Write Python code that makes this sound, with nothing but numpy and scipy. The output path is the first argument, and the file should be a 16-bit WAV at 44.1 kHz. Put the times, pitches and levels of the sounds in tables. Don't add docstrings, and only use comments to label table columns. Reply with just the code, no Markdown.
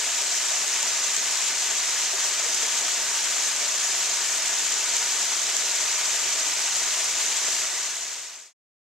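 import sys
import numpy as np
from scipy import signal
from scipy.fft import rfft, irfft
from scipy.io import wavfile
from scipy.ndimage import uniform_filter1d

SR = 44100
rng = np.random.default_rng(int(sys.argv[2]) if len(sys.argv) > 2 else 0)


def wrap_up_sound(samples):
    columns = np.atleast_2d(samples).T
    tamed = np.clip(columns, -1, 1)
    steps = np.round(tamed * 32767).astype(np.int16)
    wavfile.write(sys.argv[1], SR, steps)


N = 396459
T = np.arange(N) / SR
HZ = np.fft.rfftfreq(N, 1 / SR)


def gain_of(db):
    return 10 ** (np.asarray(db) / 20)


def unit_rms(x):
    return x / np.sqrt(np.mean(x ** 2) + 1e-20)


def curve(points, hz):
    points_hz, values = np.transpose(points)
    return np.interp(np.log(hz + 1), np.log(points_hz + 1), values)


def filtered(x, response):
    return irfft(rfft(x) * response, N)


def add(mix, start_s, sound):
    part = mix[..., max(round(start_s * SR), 0):][..., :sound.shape[-1]]
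    part += sound[..., :part.shape[-1]]


def wander(rate_hz):
    return unit_rms(filtered(rng.standard_normal(N), 1 / (1 + (HZ / rate_hz) ** 2)))


def rush(spray_db, plunge_db=2.0, foam_db=0.87, surge_hz=17, patch_db=1.0, flicker_db=0.3):
    # (frequency [Hz], coherence [0..1])
    port_coherence = [(60, .9), (350, 1), (1300, 0.95), (2700, 1), (3400, 0.71), (5000, 0.64), (6000, 0.33),
                      (9000, 0.93), (10500, 0.22), (14000, .15)]
    frame, hop = 512, 128
    hz = np.fft.rfftfreq(frame, 1 / SR)
    t = np.arange(N // hop + 5) * hop / SR
    noise = rng.standard_normal((5, len(t), len(hz))).transpose(0, 2, 1)
    patches = uniform_filter1d(noise[4], size=9, axis=0)
    patches = unit_rms(uniform_filter1d(patches, size=4, axis=1))
    plunge = np.interp(t, T, plunge_db * wander(surge_hz))
    foam = np.interp(t, T, foam_db * wander(surge_hz))
    spray = np.interp(t, T, spray_db - flicker_db * wander(rate_hz=40))
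    low_share = curve([(500, 0.65), (1000, 0)], hz)[:, None]
    high_share = curve([(3000, 0.27), (4800, 0.72)], hz)[:, None]
    mid_share = 1 - low_share - high_share
    swell_db = patch_db * patches + low_share * plunge + mid_share * foam + high_share * spray
    coherence = curve(port_coherence, hz)[:, None]
    left = noise[0] + 1j * noise[1]
    right = coherence * left + np.sqrt(1 - coherence ** 2) * (noise[2] + 1j * noise[3])
    spectra = np.array([left, right]) * gain_of(swell_db)
    _, pair = signal.istft(spectra, nperseg=frame, noverlap=frame - hop)
    return unit_rms(pair[:, :N])


def droplets(spray_db, base_per_s=3000, spread_db=1.3, clump_db=2.5):
    chance = base_per_s / SR * gain_of(clump_db * wander(rate_hz=35) + 2 * spray_db)
    hits = (rng.random(N) < chance) * rng.choice([-1, 1], N)
    ticks = hits * gain_of(spread_db * np.minimum(rng.exponential(1, N), 4.5))
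    gap_samples = rng.binomial(10, .5, N) - 5
    arrival = np.clip(np.arange(N) + gap_samples, 0, N - 1)
    pair = np.array([ticks, np.bincount(arrival, ticks, N)])
    tilt_db = curve([(500, -21.5), (2500, -0.5), (7000, 1.5)], HZ)
    return unit_rms(filtered(pair, gain_of(tilt_db)))


def bubble(hz, cycles, rise):
    age = np.arange(0, 5, hz / (cycles * SR))
    ring = np.sin(2 * np.pi * cycles * (age + rise * age ** 2 / 2))
    return ring * np.exp(-age) * (1 - np.exp(-age * cycles))


def bubbles(low_hz=300, high_hz=8500, cycles_at_1khz=9, rise=.025, spread_db=1.5, count=18000):
    out = np.zeros((2, N))
    for when, smallness, luck, side in rng.random((count, 4)):
        hz = (np.sqrt(low_hz) + (np.sqrt(high_hz) - np.sqrt(low_hz)) * smallness) ** 2
        gain = np.sqrt(hz) * gain_of(spread_db * min(-np.log(1 - luck), 3.5))
        pan = (2.1 * side - 1.34) * hz / 7000
        ring = bubble(hz, cycles_at_1khz * np.sqrt(hz / 1000), rise)
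        add(out, when * N / SR, gain * np.outer([1 + pan, 1 - pan], ring))
    return unit_rms(out)


def gulps(cycles=6, rise=0.017, lead_s=0.00604, low_hz=230, high_hz=750,
          low_db=-52, high_db=-39, spread_db=2.2, count=26):
    # (time [s], pitch [Hz], level [dB])
    air_pockets = [(.544, 744, -33), (.838, 890, -27.5), (1.102, 960, -32.5), (2.138, 680, -29.5),
                   (2.142, 386, -34.5), (2.402, 650, -31.5), (2.464, 470, -33.6), (2.634, 443, -33),
                   (2.84, 690, -31), (2.886, 1230, -25), (3.85, 694, -30.5), (3.948, 680, -33)]
    out = np.zeros(N)
    for time_s, hz, db in air_pockets:
        add(out, time_s - lead_s, gain_of(db) * bubble(hz, cycles, rise))
    for when, smallness, luck in rng.random((count, 3)):
        hz = low_hz * (high_hz / low_hz) ** smallness
        db = low_db + (high_db - low_db) * smallness + spread_db * (2 * luck - 1)
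        add(out, when * N / SR, gain_of(db) * bubble(hz, cycles, rise))
    return out


def slaps(highpass_hz=5500):
    # (time [s], level before filtering [dB], decay [s])
    impacts = [(.698, 11.5, .0006), (.742, 10, .001), (0.829, 17, 0.00086), (1.166, 16, 0.0012),
               (1.356, 13, 0.0011), (2.545, 9, .005), (4.058, 9.5, .0015), (4.967, 16, .0006),
               (5.567, 14.5, .0015), (6.766, 8, 0.0033)]
    out = np.zeros((2, N))
    t = T[:SR // 20]
    for time_s, db, decay_s in impacts:
        add(out, time_s, gain_of(db) * np.exp(-t / decay_s) * rng.choice([-1., 1.], (2, len(t))))
    return filtered(out, HZ / np.hypot(HZ, highpass_hz))


def rock_echo(delay_s=0.003605, phase_turns=0.38, strength=0.24, cutoff_hz=1550):
    bounce = np.exp(2j * np.pi * (phase_turns - HZ * delay_s))
    return 1 + strength / (1 + (HZ / cutoff_hz) ** 6) * bounce


def forest(air_db=-46.5, drone_halfwidth_hz=4):
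    # (frequency [Hz], relative density [dB])
    air_spectrum = [(10, -12.5), (35, -9.5), (70, 6), (110, -2), (160, -5.5), (400, 2), (2000, -38)]
    # (start [s], length [s], pitch [Hz], level [dB])
    drones = [(5.7, 1.35, 98, -68.5), (6.85, 1.1, 72, -68.5)]
    out = filtered(rng.standard_normal((2, N)), gain_of(air_db + curve(air_spectrum, HZ)))
    for start_s, length_s, hz, db in drones:
        band = 1 / (1 + ((HZ - hz) / drone_halfwidth_hz) ** 2)
        tone = unit_rms(filtered(rng.standard_normal(N), band))
        swell = np.sin(np.pi * np.clip((T - start_s) / length_s, 0, 1))
        out += gain_of(db) * tone * swell
    return out


def hum():
    # (frequency [Hz], rms level [dB])
    harmonics = [(142.4, -75), (284.8, -69)]
    return sum(gain_of(db) * np.sqrt(2) * np.sin(2 * np.pi * hz * T) for hz, db in harmonics)


def port(hz, width_hz, boost_db, loss):
    stiffness, damping = hz ** 2 - HZ ** 2, 1j * HZ * width_hz
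    resonance = (stiffness + gain_of(boost_db) * damping) / (stiffness + damping)
    return resonance * gain_of(curve(loss, HZ))


def scene(rush_db=-1.5, bubbles_db=-9, droplets_db=-4.5, water_db=-23.5):
    # (frequency [Hz], relative gain [dB])
    water_spectrum = [(30, -27), (100, -33.5), (170, -21), (230, -12.5), (310, -14), (390, -9.5), (520, -7),
                      (700, -4), (1300, -3), (1900, -.5), (3000, -1.03), (4500, -2), (7000, -1.5),
                      (14000, -4)]
    spray_db = 0.5 * wander(rate_hz=16)
    water = gain_of(rush_db) * rush(spray_db)
    water += gain_of(bubbles_db) * bubbles()
    water += gain_of(droplets_db) * droplets(spray_db)
    water += slaps()
    colour = gain_of(water_db + curve(water_spectrum, HZ))
    return filtered(water, colour * rock_echo()) + gulps() + forest()


def record(dry, left_lag_ms=0.017, fade_start_s=7.52, fade_end_s=8.533, cutoff_hz=14250):
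    # (resonance [Hz], width [Hz], boost [dB])
    cavities = [(7320, 1150, 11), (6270, 870, 10.5)]
    # (frequency [Hz], gain [dB])
    left_loss = [(3000, 0.5), (5600, 0.5), (7200, 0), (8500, -4), (10000, -7.5), (12000, -10.5),
                 (14000, -9.5)]
    right_loss = [(3000, -0.08), (5200, 0.5), (6400, -2.1), (7400, -6), (8400, -10.5), (9300, -11),
                  (10500, -20), (12000, -25), (14000, -35)]
    left = port(*cavities[0], left_loss) * np.exp(-2j * np.pi * HZ * left_lag_ms / 1000)
    right = port(*cavities[1], right_loss)
    heard = filtered(dry, np.array([left, right])) + hum()
    fade = np.clip((fade_end_s - T) / (fade_end_s - fade_start_s), 0, 1)
    low_pass = signal.firwin(801, cutoff_hz, window=("kaiser", 9), fs=SR)
    return signal.oaconvolve(heard * fade, low_pass[None], "same")


dry = scene()
out = record(dry)
wrap_up_sound(out)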